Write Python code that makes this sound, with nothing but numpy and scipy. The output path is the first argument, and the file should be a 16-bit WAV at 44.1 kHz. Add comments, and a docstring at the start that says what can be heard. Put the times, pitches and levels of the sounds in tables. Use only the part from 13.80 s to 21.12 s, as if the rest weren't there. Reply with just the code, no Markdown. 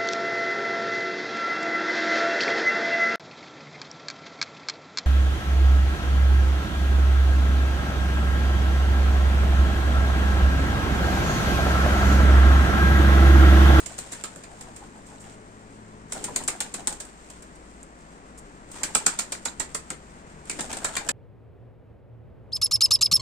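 """Wings clap and swish in four bursts as pigeons fly up to the parapet of a roof terrace; claws tick on it.
A clap is short shaped noise: stiff quills snap, trapped air slaps and thumps, feathers rattle.
Each sweep adds a falling swish, a low rush and a crackling hiss; loose plumage rustles.
The terrace walls answer with decaying noise. Below, a town murmurs with a drone and two humming engines."""
import sys
import numpy as np
from scipy import signal
from scipy.fft import rfft, irfft, next_fast_len
from scipy.io import wavfile
from scipy.ndimage import uniform_filter1d, map_coordinates

SR = 44100
rng = np.random.default_rng(int(sys.argv[2]) if len(sys.argv) > 2 else 0)


def persist_wave(psi):
    """Save psi, clipped to +-1, as 16-bit WAV."""
    counts = np.round(np.clip(psi, -1, 1) * 32767).astype(np.int16)
    wavfile.write(sys.argv[1], SR, np.atleast_2d(counts).T)


N = 322710
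SPAN = SR // 3  # samples given to one event

# Wing claps: (time [s], quill snap level [dB], air slap level [dB], thump level [dB],
# pitch of the hollow between the wings [Hz], weight of its ring [ratio],
# contact length [s], left over right for the snap [dB])
WING_CLAPS = [(0.0587, -37, -45.5, -40, 710, 1, 0.0071, -10.5),
              (0.182, -40, -40, -37, 750, 1.46, 0.0115, 6.5),
              (0.3182, -38.5, -44.5, -38.5, 1240, 0.78, 0.0069, -4),
              (0.329, -38.5, -42.5, -42.5, 2020, 1.13, 0.0062, -4.5),
              (0.436, -35, -36.5, -39, 1166, 1.58, 0.0058, -5),
              (0.453, -47, -48, -57, 900, 1.43, 0.0046, -1.5),
              (0.5586, -48, -52, -39.5, 1420, 1.13, 0.0032, -2),
              (0.635, -47.5, -48, -47, 2320, 0.94, 0.006, -6.5),
              (0.8081, -40.5, -48, -44, 720, 1.45, 0.0062, -3.5),
              (0.961, -44, -48.5, -53.5, 750, 0.62, 0.0081, -3),
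              (2.32, -33.5, -36, -44, 730, 0.61, 0.0053, -2),
              (2.439, -31, -37, -40, 880, 0.83, 0.0075, -1.5),
              (2.5586, -28.5, -32.5, -33.5, 740, 1.06, 0.0054, 3),
              (2.678, -25, -31, -33.5, 1250, 1.69, 0.0095, -4),
              (2.803, -29, -32.5, -40, 893, 1.1, 0.00845, -4),
              (2.9384, -32, -36.5, -34, 1820, 0.7, 0.0119, -2.5),
              (3.071, -42, -35, -34, 878, 1.93, 0.0075, -4.5),
              (3.1999, -36.5, -41.5, -41.5, 1670, 0.52, 0.0101, -3),
              (3.4992, -45.5, -47.5, -49, 840, 0.59, 0.0077, -1.5),
              (3.621, -49, -55, -43.5, 850, .9, 0.0078, -3),
              (4.914, -43.5, -68, -53.5, 2300, .9, 0.0079, -2.5),
              (5.0315, -25, -29, -34.5, 1700, 0.64, 0.00606, -4.5),
              (5.1484, -20.5, -22.5, -27.5, 1290, 0.53, 0.00466, -5),
              (5.2618, -24, -25, -28, 1346, 1.72, 0.0057, -5),
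              (5.3877, -26, -29.5, -38, 2220, 0.58, 0.0081, -7),
              (5.5198, -30.5, -32, -37, 950, 0.23, 0.00683, -4.5),
              (5.6537, -30, -30, -34.5, 1315, 0.67, 0.00713, -10),
              (5.7965, -29.5, -32, -32.5, 1008, 2.39, 0.00915, -8),
              (5.945, -29, -35.5, -33.5, 1186, 1.96, 0.00803, -4.5),
              (6.1024, -38, -36.5, -33.5, 1133, 1.86, 0.00458, -2),
              (6.6956, -32.5, -40, -34.5, 2494, 4.72, 0.0044, -5.5),
              (6.7104, -40, -51, -45.5, 2320, 3.2, 0.0066, -7.5),
              (6.787, -42, -33, -29, 866, 1.02, 0.0127, -2),
              (6.806, -32, -40.5, -36.5, 880, 0.87, 0.00346, -4),
              (6.9268, -35, -35, -37.5, 1280, 0.68, 0.009, -2.5),
              (7.0433, -28, -27.5, -32, 1374, 1.03, 0.00792, -4.5),
              (7.165, -30.5, -26, -39, 2223, 1.07, 0.00474, -4.5),
              (7.2868, -26, -25.5, -32.5, 1717, 0.83, 0.0068, -8)]
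# Place of the flapping bird: (time [s], lag of the left port [s])
BIRD_PLACE = [(0.2, .0001), (2.4, .00018), (3.1, .0001), (5.1, .0004), (6.1, .0003), (6.7, -.00005),
              (7.2, 0)]
# Colour of snapping quills: (frequency [Hz], level [dB])
SNAP_SPECTRUM = [(500, -25), (2000, 0), (4000, 1.5), (6000, 0.5), (9000, 2), (12000, -4), (16000, 4.5)]
# Colour of the slap of squeezed air: (frequency [Hz], level [dB])
SLAP_SPECTRUM = [(200, -18.5), (600, 2), (1250, 1), (1800, 1), (2450, -1), (3100, -6.5), (4200, -4),
                 (6000, -13), (12000, -32)]
# Colour of the thump of the wings: (frequency [Hz], level [dB])
THUMP_SPECTRUM = [(40, -6.5), (80, -29), (170, -5), (300, -6.5), (550, -9.5), (1100, -23.5), (4000, -45.5)]
CLOSING_S = 0.00177  # time the wings take to close
# The cupped wings ring at their hollow and, more weakly, CUP_RATIO times above it.
CUP_Q, CUP_RATIO, CUP_UPPER = 5, 1.8, 0.356
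# Feathers peel apart after a clap: gain on the slap level, and twice the time to the peak of the swell.
RATTLE_DB, RATTLE_S = -7, 0.0223


def claps():
    """The wings meet: quills strike, squeezed air rings hollow, then the feathers flutter apart."""
    track = np.zeros((2, N))
    (lag,) = curves(BIRD_PLACE)
    t = np.arange(SPAN) / SR
    peeling = t / RATTLE_S * np.exp(1 - t / RATTLE_S * 2)  # peaks at one half
    for s, snap_db, slap_db, thump_db, hollow_hz, hollow, contact, pan_db in WING_CLAPS:
        snap = amp(snap_db) * burst(SNAP_SPECTRUM, rise=CLOSING_S, length=contact, spiky_db=1.0, alike=0.377)
        snap = late_left(snap * amp([[pan_db / 2], [-pan_db / 2]]), lag[round(s * SR)])

        def cup(hz):
            """The air hollow passes the slap and adds two resonances."""
            lower = resonance(hz, hollow_hz, CUP_Q)
            upper = resonance(hz, CUP_RATIO * hollow_hz, CUP_Q)
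            return 1 + hollow * (lower + CUP_UPPER * upper)

        slap = burst(SLAP_SPECTRUM, rise=CLOSING_S + 0.00456, length=contact + 0.00094,
                     spiky_db=8.5, alike=0.411)
        slap = filtered(amp(slap_db) * slap, cup) * amp([[1.1], [-1.1]])
        thump = burst(THUMP_SPECTRUM, rise=0.00185, length=0.0278, spiky_db=0.0, alike=0.928)
        thump = amp(thump_db) * thump
        rattle = amp(slap_db + RATTLE_DB) * peeling * crackle(spiky_db=3.5, patchy_db=10.5)
        add(track, s, rattle + terrace(snap + slap, wet_db=-2) + terrace(thump, wet_db=-8.5))
    return track


# Single quills cracking at the wing tips, flicking past each other or brushing the stone:
# (time [s], level [dB], length [s])
QUILL_FLICKS = [(0.0032, -40, 0.00067), (0.182, -42, 0.00069), (0.1873, -40, 0.00095),
                (0.1892, -36.5, 0.00093), (1.261, -53.5, 0.015), (1.392, -48.5, 0.036),
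                (2.331, -37, 0.0047), (2.449, -38.5, 0.0047), (2.5616, -25.5, 0.0012),
                (2.566, -34, 0.00066), (2.635, -40, 0.0065), (2.6775, -30.5, 0.00101),
                (2.804, -28.5, 0.0014), (3.0723, -24, 0.00111), (3.0765, -27.5, 0.00106),
                (3.124, -39, 0.0058), (3.25, -47.5, 0.0048), (3.749, -56, 0.0137), (5.1682, -35, 0.00058),
                (5.2648, -21.5, 0.00083), (5.267, -24.5, 0.00046), (5.2846, -42, 0.0011),
                (5.3965, -32, 0.00054), (5.6522, -37, 0.00054), (6.1028, -36, 0.00117),
                (6.654, -52.5, 0.0026), (6.967, -42.5, 0.007), (7.264, -48, 0.0063)]
QUILL_PAN_DB = -3.5  # left over right


def quills():
    """Single stiff quills crack together, flick past each other or brush the stone."""
    track = np.zeros((2, N))
    (lag,) = curves(BIRD_PLACE)
    for s, db, length in QUILL_FLICKS:
        flick = burst(SNAP_SPECTRUM, rise=length / 3, length=length, spiky_db=-0.5, alike=0.293)
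        flick = amp(db) * flick * amp([[QUILL_PAN_DB / 2], [-QUILL_PAN_DB / 2]])
        flick = late_left(flick, lag[round(s * SR)])
        add(track, s, terrace(flick, wet_db=-3.5))
    return track


# Wing sweeps: (time of the fastest point [s], swish level [dB], centre of the swish [Hz],
# length of the swell to each side [s], feather hiss level [dB])
WING_SWEEPS = [(0.115, -48, 736, 0.0193, -52), (0.261, -51, 680, 0.028, -62.5),
               (0.388, -55, 741.3, 0.082, -53), (0.533, -54, 724.6, 0.031, -75),
               (0.728, -49.5, 752.2, 0.02, -59.5), (0.886, -49, 787.6, 0.0226, -62.5),
               (1.033, -49, 787.3, 0.021, -60), (1.17, -51, 774, 0.029, -66),
               (1.328, -50.5, 770, 0.0393, -56), (1.469, -52, 767.4, 0.037, -58),
               (2.369, -37, 749.4, 0.0173, -49.5), (2.427, -43.5, 420, 0.0158, -66),
               (2.492, -39.5, 883.3, 0.0128, -49), (2.503, -42, 421.3, 0.023, -65),
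               (2.614, -37, 877.7, 0.0096, -45), (2.745, -42.5, 791, 0.0177, -51),
               (2.862, -47.5, 799, 0.0138, -52), (2.998, -40.5, 765, 0.0118, -48),
               (3.121, -41.5, 770.2, 0.0115, -44), (3.266, -54, 741, 0.0207, -57.5),
               (4.965, -43.5, 940, 0.0103, -53), (5.026, -41.5, 901.7, 0.0123, -64.5),
               (5.096, -43, 898.5, 0.0134, -63.5), (5.214, -40, 897.7, 0.0092, -58),
               (5.338, -47, 909, 0.015, -48), (5.444, -60, 836, 0.0144, -66),
               (6.755, -43.5, 338.1, 0.0276, -54.5), (6.845, -41.5, 697, 0.0143, -48.5),
               (6.91, -37, 766, 0.0126, -41.5), (6.972, -40.5, 694, 0.0104, -40),
               (7.023, -42, 776, 0.016, -45), (7.099, -41.5, 758.7, 0.0141, -47),
               (7.153, -45, 781, 0.0129, -40.5), (7.218, -40.5, 780.7, 0.0081, -57.5),
               (7.273, -40.5, 725, 0.0138, -44.5)]
# Colour of the low rush of a sweep: (frequency [Hz], level [dB])
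RUSH_SPECTRUM = [(60, -9), (160, -13), (260, -4.5), (450, -9.5), (900, -21), (3000, -41)]
MIDDLE_S = .09  # a sweep peaks this long after the start of its span
OVERTONE, OVERTONE_DB = 2.05, -11  # pitch ratio and level of a weaker band from the thin outer feathers
RUSH_DB = -8  # level of the rush relative to the swish


def strokes():
    """Each sweep of the wing sheds two bands of eddies, a low rush and a crackling hiss."""
    track = np.zeros((2, N))
    t = np.arange(SPAN) / SR

    def swell(width):
        """The sound grows and fades evenly around the fastest point."""
        return np.exp(-((t - MIDDLE_S) / width) ** 2)

    for s, swish_db, centre_hz, length, hiss_db in WING_SWEEPS:
        bands = eddies(centre_hz) + amp(OVERTONE_DB) * eddies(OVERTONE * centre_hz)
        swish = swell(length) * bands
        rush = amp(RUSH_DB) * swell(0.054) * unit(coloured(pair(SPAN, 1.0), RUSH_SPECTRUM))
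        hiss = amp(hiss_db) * swell(1.595 * length) * crackle(spiky_db=-1, patchy_db=2)
        add(track, s - MIDDLE_S, terrace(amp(swish_db) * (swish + rush) + hiss, wet_db=-5))
    return track


EDDY_WIDTH_HZ = 148  # from the centre of the band to half gain
EDDY_SAG_PER_S = 5  # the pitch falls as the wing slows (share of the pitch per s)


def eddies(centre_hz):
    """Air eddies make a narrow band of noise that glides down through centre_hz, at rms 1."""
    hz = centre_hz * np.exp(-EDDY_SAG_PER_S * (np.arange(SPAN) / SR - MIDDLE_S))
    noise = np.array([pair(SPAN, 0.774), pair(SPAN, 0.54)])
    a, b = filtered(noise, lambda f: 1 / (1 + (f / EDDY_WIDTH_HZ) ** 2))
    phase = 2 * np.pi * np.cumsum(hz) / SR  # slow noise rides on a gliding tone
    return unit(a * np.cos(phase) + b * np.sin(phase))


# Colour of hissing feathers: (frequency [Hz], level [dB])
HISS_SPECTRUM = [(400, 4), (1300, 14), (3000, 8.5), (6000, 1), (9000, -3), (11000, -13.5), (16000, 0.5)]


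def crackle(spiky_db, patchy_db):
    """Vanes catch and slip: feather hiss at rms 1 in uneven grains of changing colour."""
    grains = flutter() * amp(spiky_db * np.tanh(.7 * wobble(420, SPAN)))
    z = signal.stft(pair(SPAN, 0.203) * grains, nperseg=256)[2]
    # smooth random patches over pitch and time
    field = uniform_filter1d(rng.standard_normal(z.shape[1:]), size=4, axis=0)
    field = uniform_filter1d(field, size=4, axis=1)
    patchy = signal.istft(z * amp(patchy_db * unit(field)), nperseg=256)[1][:, :SPAN]
    return unit(coloured(patchy, HISS_SPECTRUM))


# Feathers slip free: typical rate, fading time of a slip, spread of sizes, steady share
SLIPS_PER_S, SLIP_S, SLIP_SPREAD_DB, FLUTTER_BED = 100, .0028, 7, .18


def flutter(count=200):
    """Envelope of feathers slipping free one after another, at uneven intervals and strengths."""
    gaps, sizes = rng.standard_normal((2, count))
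    starts = np.append(0, np.cumsum(np.exp(.5 * gaps)) / SLIPS_PER_S)
    t = np.arange(SPAN) / SR
    last = np.searchsorted(starts, t, side="right") - 1  # the latest slip at each moment
    strength = amp(SLIP_SPREAD_DB * np.tanh(sizes[last]))
    return FLUTTER_BED + strength * np.exp(-(t - starts[last]) / SLIP_S)


# Ruffled plumage: (time of the peak [s], level [dB])
PLUMAGE_RUFFLES = [(0.0, -49), (0.736, -59.5), (2.366, -48), (4.965, -47), (6.785, -50)]
# Birds fold their wings and jostle on the ledge: (time [s], rustle level [dB], length to each side [s])
LEDGE_SCUFFLES = [(1.513, -58.5, 0.047), (3.555, -64, 0.306), (4.334, -61, 0.047), (6.7, -49, 0.037)]
# Claws ticking and scraping on the ledge: (time [s], level [dB], length [s])
CLAW_TICKS = [(4.03, -53.5, 0.00047), (4.0329, -55.5, 0.00155), (4.57, -46.5, 0.0224)]
# Colour of a claw on stone: (frequency [Hz], level [dB])
TICK_SPECTRUM = [(400, -14), (2000, -1), (5000, -2), (7000, 2), (12000, -4), (16000, 4)]
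# Plumage starts to stir this long before its peak, then settles towards a resting level.
RUFFLE_S, SETTLE_DB_PER_S, RESTING_DB = 0.107, 12.5, -64


def ledge():
    """Claws tick on stone; plumage rubs as a hiss that swells in ruffles and scuffles and settles."""
    t = np.arange(N) / SR
    power = amp(RESTING_DB) ** 2
    for start, plumage_db in PLUMAGE_RUFFLES:
        stir = np.clip(1 + (t - start) / RUFFLE_S, 0, 1)
        power = power + (stir * amp(plumage_db - SETTLE_DB_PER_S * np.abs(t - start))) ** 2
    for s, db, length in LEDGE_SCUFFLES:
        power = power + (amp(db) * np.exp(-((t - s) / length) ** 2)) ** 2
    unrest_db = 1.3 * wobble(25, N) + 1.8 * wobble(300, N)
    track = np.sqrt(power) * amp(unrest_db) * unit(coloured(pair(N, 0.0155), HISS_SPECTRUM))
    for s, db, length in CLAW_TICKS:
        tick = amp(db) * burst(TICK_SPECTRUM, rise=length / 2, length=length, spiky_db=16.5, alike=0.86)
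        add(track, s, terrace(tick, wet_db=-8))
    return track


# How fast the terrace echo dies: (frequency [Hz], time to fall by 60 dB [s])
TERRACE_DECAY = [(200, 0.224), (1500, 0.2317), (8000, 0.165), (15000, 0.1377)]


def terrace(x, wet_db, gap=0.00137):
    """Floor and walls answer x with a decaying noise tail, newly drawn for each sound."""
    hz, t, z = signal.stft(rng.standard_normal((2, SPAN)), SR, nperseg=256)
    fading = amp(-60 * t / along(TERRACE_DECAY, hz)[:, None])
    tail = signal.istft(z * fading, SR, nperseg=256)[1][:, :SPAN]
    t = np.arange(SPAN) / SR
    # the tail starts after a brief gap, uneven at first and then smoother
    uneven_db = 3.9 * np.exp(-t / 0.0074) * np.tanh(wobble(910, SPAN))
    tail *= (1 - np.exp(-(t / gap) ** 2)) * amp(uneven_db)
    tail /= np.linalg.norm(tail, axis=1, keepdims=True)
    return x + amp(wet_db) * signal.fftconvolve(x, tail, axes=1)[:, :SPAN]


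# Colour of distant traffic: (frequency [Hz], level [dB])
TRAFFIC_SPECTRUM = [(15, 0), (30, 5), (42, 2), (80, -7), (125, -5.5), (165, 2), (270, 0), (450, -4),
                    (700, -5.5), (1000, -6), (2000, -14), (3200, -26.5), (6000, -33.5), (12000, -59.5)]
# How alike the traffic is left and right: (frequency [Hz], likeness [0 to 1])
TRAFFIC_ALIKE = [(100, 0.83), (300, 1), (700, 1), (1500, 0.511), (6000, 0.025)]
# A low drone of the town: (time [s], level [dB])
DRONE_LEVEL = [(0, -53.5), (1.4, -56.5), (2.7, -57), (3.9, -48.5), (4.7, -56), (7.3, -51)]
# A far engine easing off: (time [s], firing rate [Hz], hum at twice that rate [dB], higher overtones [dB])
ENGINE_COURSE = [(0, 54.51, -58.5, -60.5), (1.5, 53.91, -57, -58), (2.5, 53.42, -56, -52),
                 (3.0, 51.6, -61, -59.5), (3.3, 49.91, -71.5, -64.5), (7.3, 49.23, -67, -63)]
# Higher overtones of that engine: (multiple of the firing rate, level [dB])
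EXHAUST_OVERTONES = [(3, -2), (4, 3), (5, -2), (7, -7.5), (8, -1)]
# A second far motor revs up and drops back: (time [s], firing rate [Hz], level [dB])
MOTOR_COURSE = [(5.0, 53.58, -57.5), (5.6, 63.06, -55), (6.3, 80.3, -57.5), (6.6, 76.88, -51),
                (7.0, 60.2, -59.5), (7.3, 55.5, -62)]
TRAFFIC_DB, DRONE_HZ = -47, 56.86  # typical level and pitch; both waver


def town():
    """Distant traffic as wide noise, a wavering low drone, and two engines humming through it."""
    t = np.arange(N) / SR

    def turn(hz):
        """Angle that shares the noise between middle and sides."""
        return np.arccos(np.clip(along(TRAFFIC_ALIKE, hz), -1, 1)) / 2

    def murmur(hz):
        """Traffic colour for the middle and the sides."""
        return amp(along(TRAFFIC_SPECTRUM, hz)) * [np.cos(turn(hz)), np.sin(turn(hz))]

    mid, side = filtered(rng.standard_normal((2, N)), murmur)
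    traffic = amp(TRAFFIC_DB + 0.63 * wobble(4.39, N)) * unit(np.array([mid + side, mid - side]))
    drone_gain = amp(curves(DRONE_LEVEL)[0] + 1.87 * wobble(5.6, N))
    drone_hz = DRONE_HZ * (1 + 0.02315 * wobble(7.0, N))
    drone = drone_gain * np.sin(2 * np.pi * np.cumsum(drone_hz) / SR)

    engine_hz, hum_db, overtones_db = curves(ENGINE_COURSE)
    engine = amp(hum_db) * hum(engine_hz, [(2, 3.34)])
    engine = engine + amp(overtones_db) * hum(engine_hz, EXHAUST_OVERTONES)
    motor_hz, motor_db = curves(MOTOR_COURSE)
    arrived = np.clip(t - MOTOR_COURSE[0][0] + 1, 0, 1)  # fades in over the second before its first row
    motor = arrived * amp(motor_db) * hum(motor_hz, [(1, 1.0), (2, -2.16)])
    return late_left(traffic + drone + engine + motor, lag=-0.0003888) * amp([[.5], [-.5]])


def hum(firing_hz, orders):
    """Multiples of an engine's firing rate, each fading on its own in the moving air."""
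    phase = 2 * np.pi * np.cumsum(firing_hz * (1 + 0.002 * wobble(6, N))) / SR
    return sum(amp(db + 1.5 * wobble(4, N)) * np.sin(round(k) * phase) for k, db in orders)


def burst(spectrum, rise, length, spiky_db, alike):
    """A brief contact as coloured noise with uneven snaps, with the energy of 5 ms at rms 1."""
    t = np.arange(SPAN) / SR
    shape = (1 - np.exp(-(t / rise) ** 2)) * np.exp(-(t / length) ** 2)
    snaps = amp(spiky_db * np.tanh(wobble(1284, SPAN)))
    x = coloured(pair(SPAN, alike) * shape * snaps, spectrum)
    return x / np.linalg.norm(x, axis=1, keepdims=True) * np.sqrt(.005 * SR)


def resonance(hz, centre_hz, q):
    """Response of one resonance, about 1 at its centre."""
    return 1 / (1 + 1j * q * (hz / centre_hz - centre_hz / (hz + 1)))


def late_left(x, lag):
    """The sound reaches the left port lag seconds after the right."""
    return filtered(x, lambda hz: np.exp(1j * np.pi * hz * lag * np.array([[-1], [1]])))


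def pair(size, alike):
    """White noise in two channels that share a part."""
    share = np.clip(alike, 0, 1)
    common = np.sqrt(share) * rng.standard_normal(size)
    return common + np.sqrt(1 - share) * rng.standard_normal((2, size))


def coloured(x, spectrum):
    """x through a causal (minimum-phase) filter with the given spectrum."""
    def response(hz):
        cepstrum = irfft(np.log(amp(along(spectrum, hz))))
        # folding the cepstrum forward puts the response after time zero
        cepstrum[1:len(hz) - 1] *= 2
        cepstrum[len(hz):] = 0
        return np.exp(rfft(cepstrum))
    return filtered(x, response)


def filtered(x, response):
    """x times a complex response of frequency."""
    size = x.shape[-1]
    m = 2 * next_fast_len(size // 2 + 2048)  # room for the ringing
    return irfft(rfft(x, m) * response(np.fft.rfftfreq(m, 1 / SR)), m)[..., :size]


def wobble(rate, size):
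    """A smooth random curve, rate knots a second."""
    knots = rng.standard_normal(int(size * rate / SR) + 4)
    return map_coordinates(knots, [np.arange(size) * rate / SR])


def curves(rows):
    """One value per sample for each column after the time."""
    s, *cols = np.transpose(rows)
    return [np.interp(np.arange(N) / SR, s, c) for c in cols]


def along(points, hz):
    """Values at hz, read between (frequency, value) points on a log axis."""
    f, v = np.transpose(points)
    return np.interp(np.log(hz + 1), np.log(f), v)


def amp(db):
    """Decibels to gain."""
    return 10 ** (np.asarray(db) / 20)


def unit(x):
    """x at rms 1."""
    return x / np.sqrt(np.mean(x ** 2) + 1e-20)


def add(track, s, sound):
    """Mix a sound into the track at time s, cut off at the ends of the track."""
    start = round(s * SR)
    part = sound[:, max(-start, 0):max(N - start, 0)]
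    track[:, max(start, 0):][:, :part.shape[1]] += part


def scene():
    """The birds over the sound of the town."""
    return claps() + quills() + strokes() + ledge() + town()


# Microphone ports, left then right: (ringing pitch [Hz], width of the ring [Hz], level of the port [dB])
MICROPHONE_PORTS = [(8403, 933, 0), (7435, 717, -2.0)]
TOP_HZ = 15300  # steep upper limit of the band


def record(dry):
    """Each port is a small cavity that rings and rolls off above its pitch; peaks round off, then the top is cut."""
    heard = []
    for x, (ring_hz, width_hz, db) in zip(dry, MICROPHONE_PORTS):
        rung = filtered(x, lambda hz: ring_hz ** 2 / (ring_hz ** 2 - hz ** 2 + 1j * hz * width_hz))
        heard.append(amp(db) * rung)
    heard = np.array(heard)
    heard = heard / (1 + (heard / .92) ** 6) ** (1 / 6)  # soft ceiling at 0.92
    return filtered(heard, lambda hz: 1 / np.sqrt(1 + (hz / TOP_HZ) ** 140))


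dry = scene()
out = record(dry)
persist_wave(out)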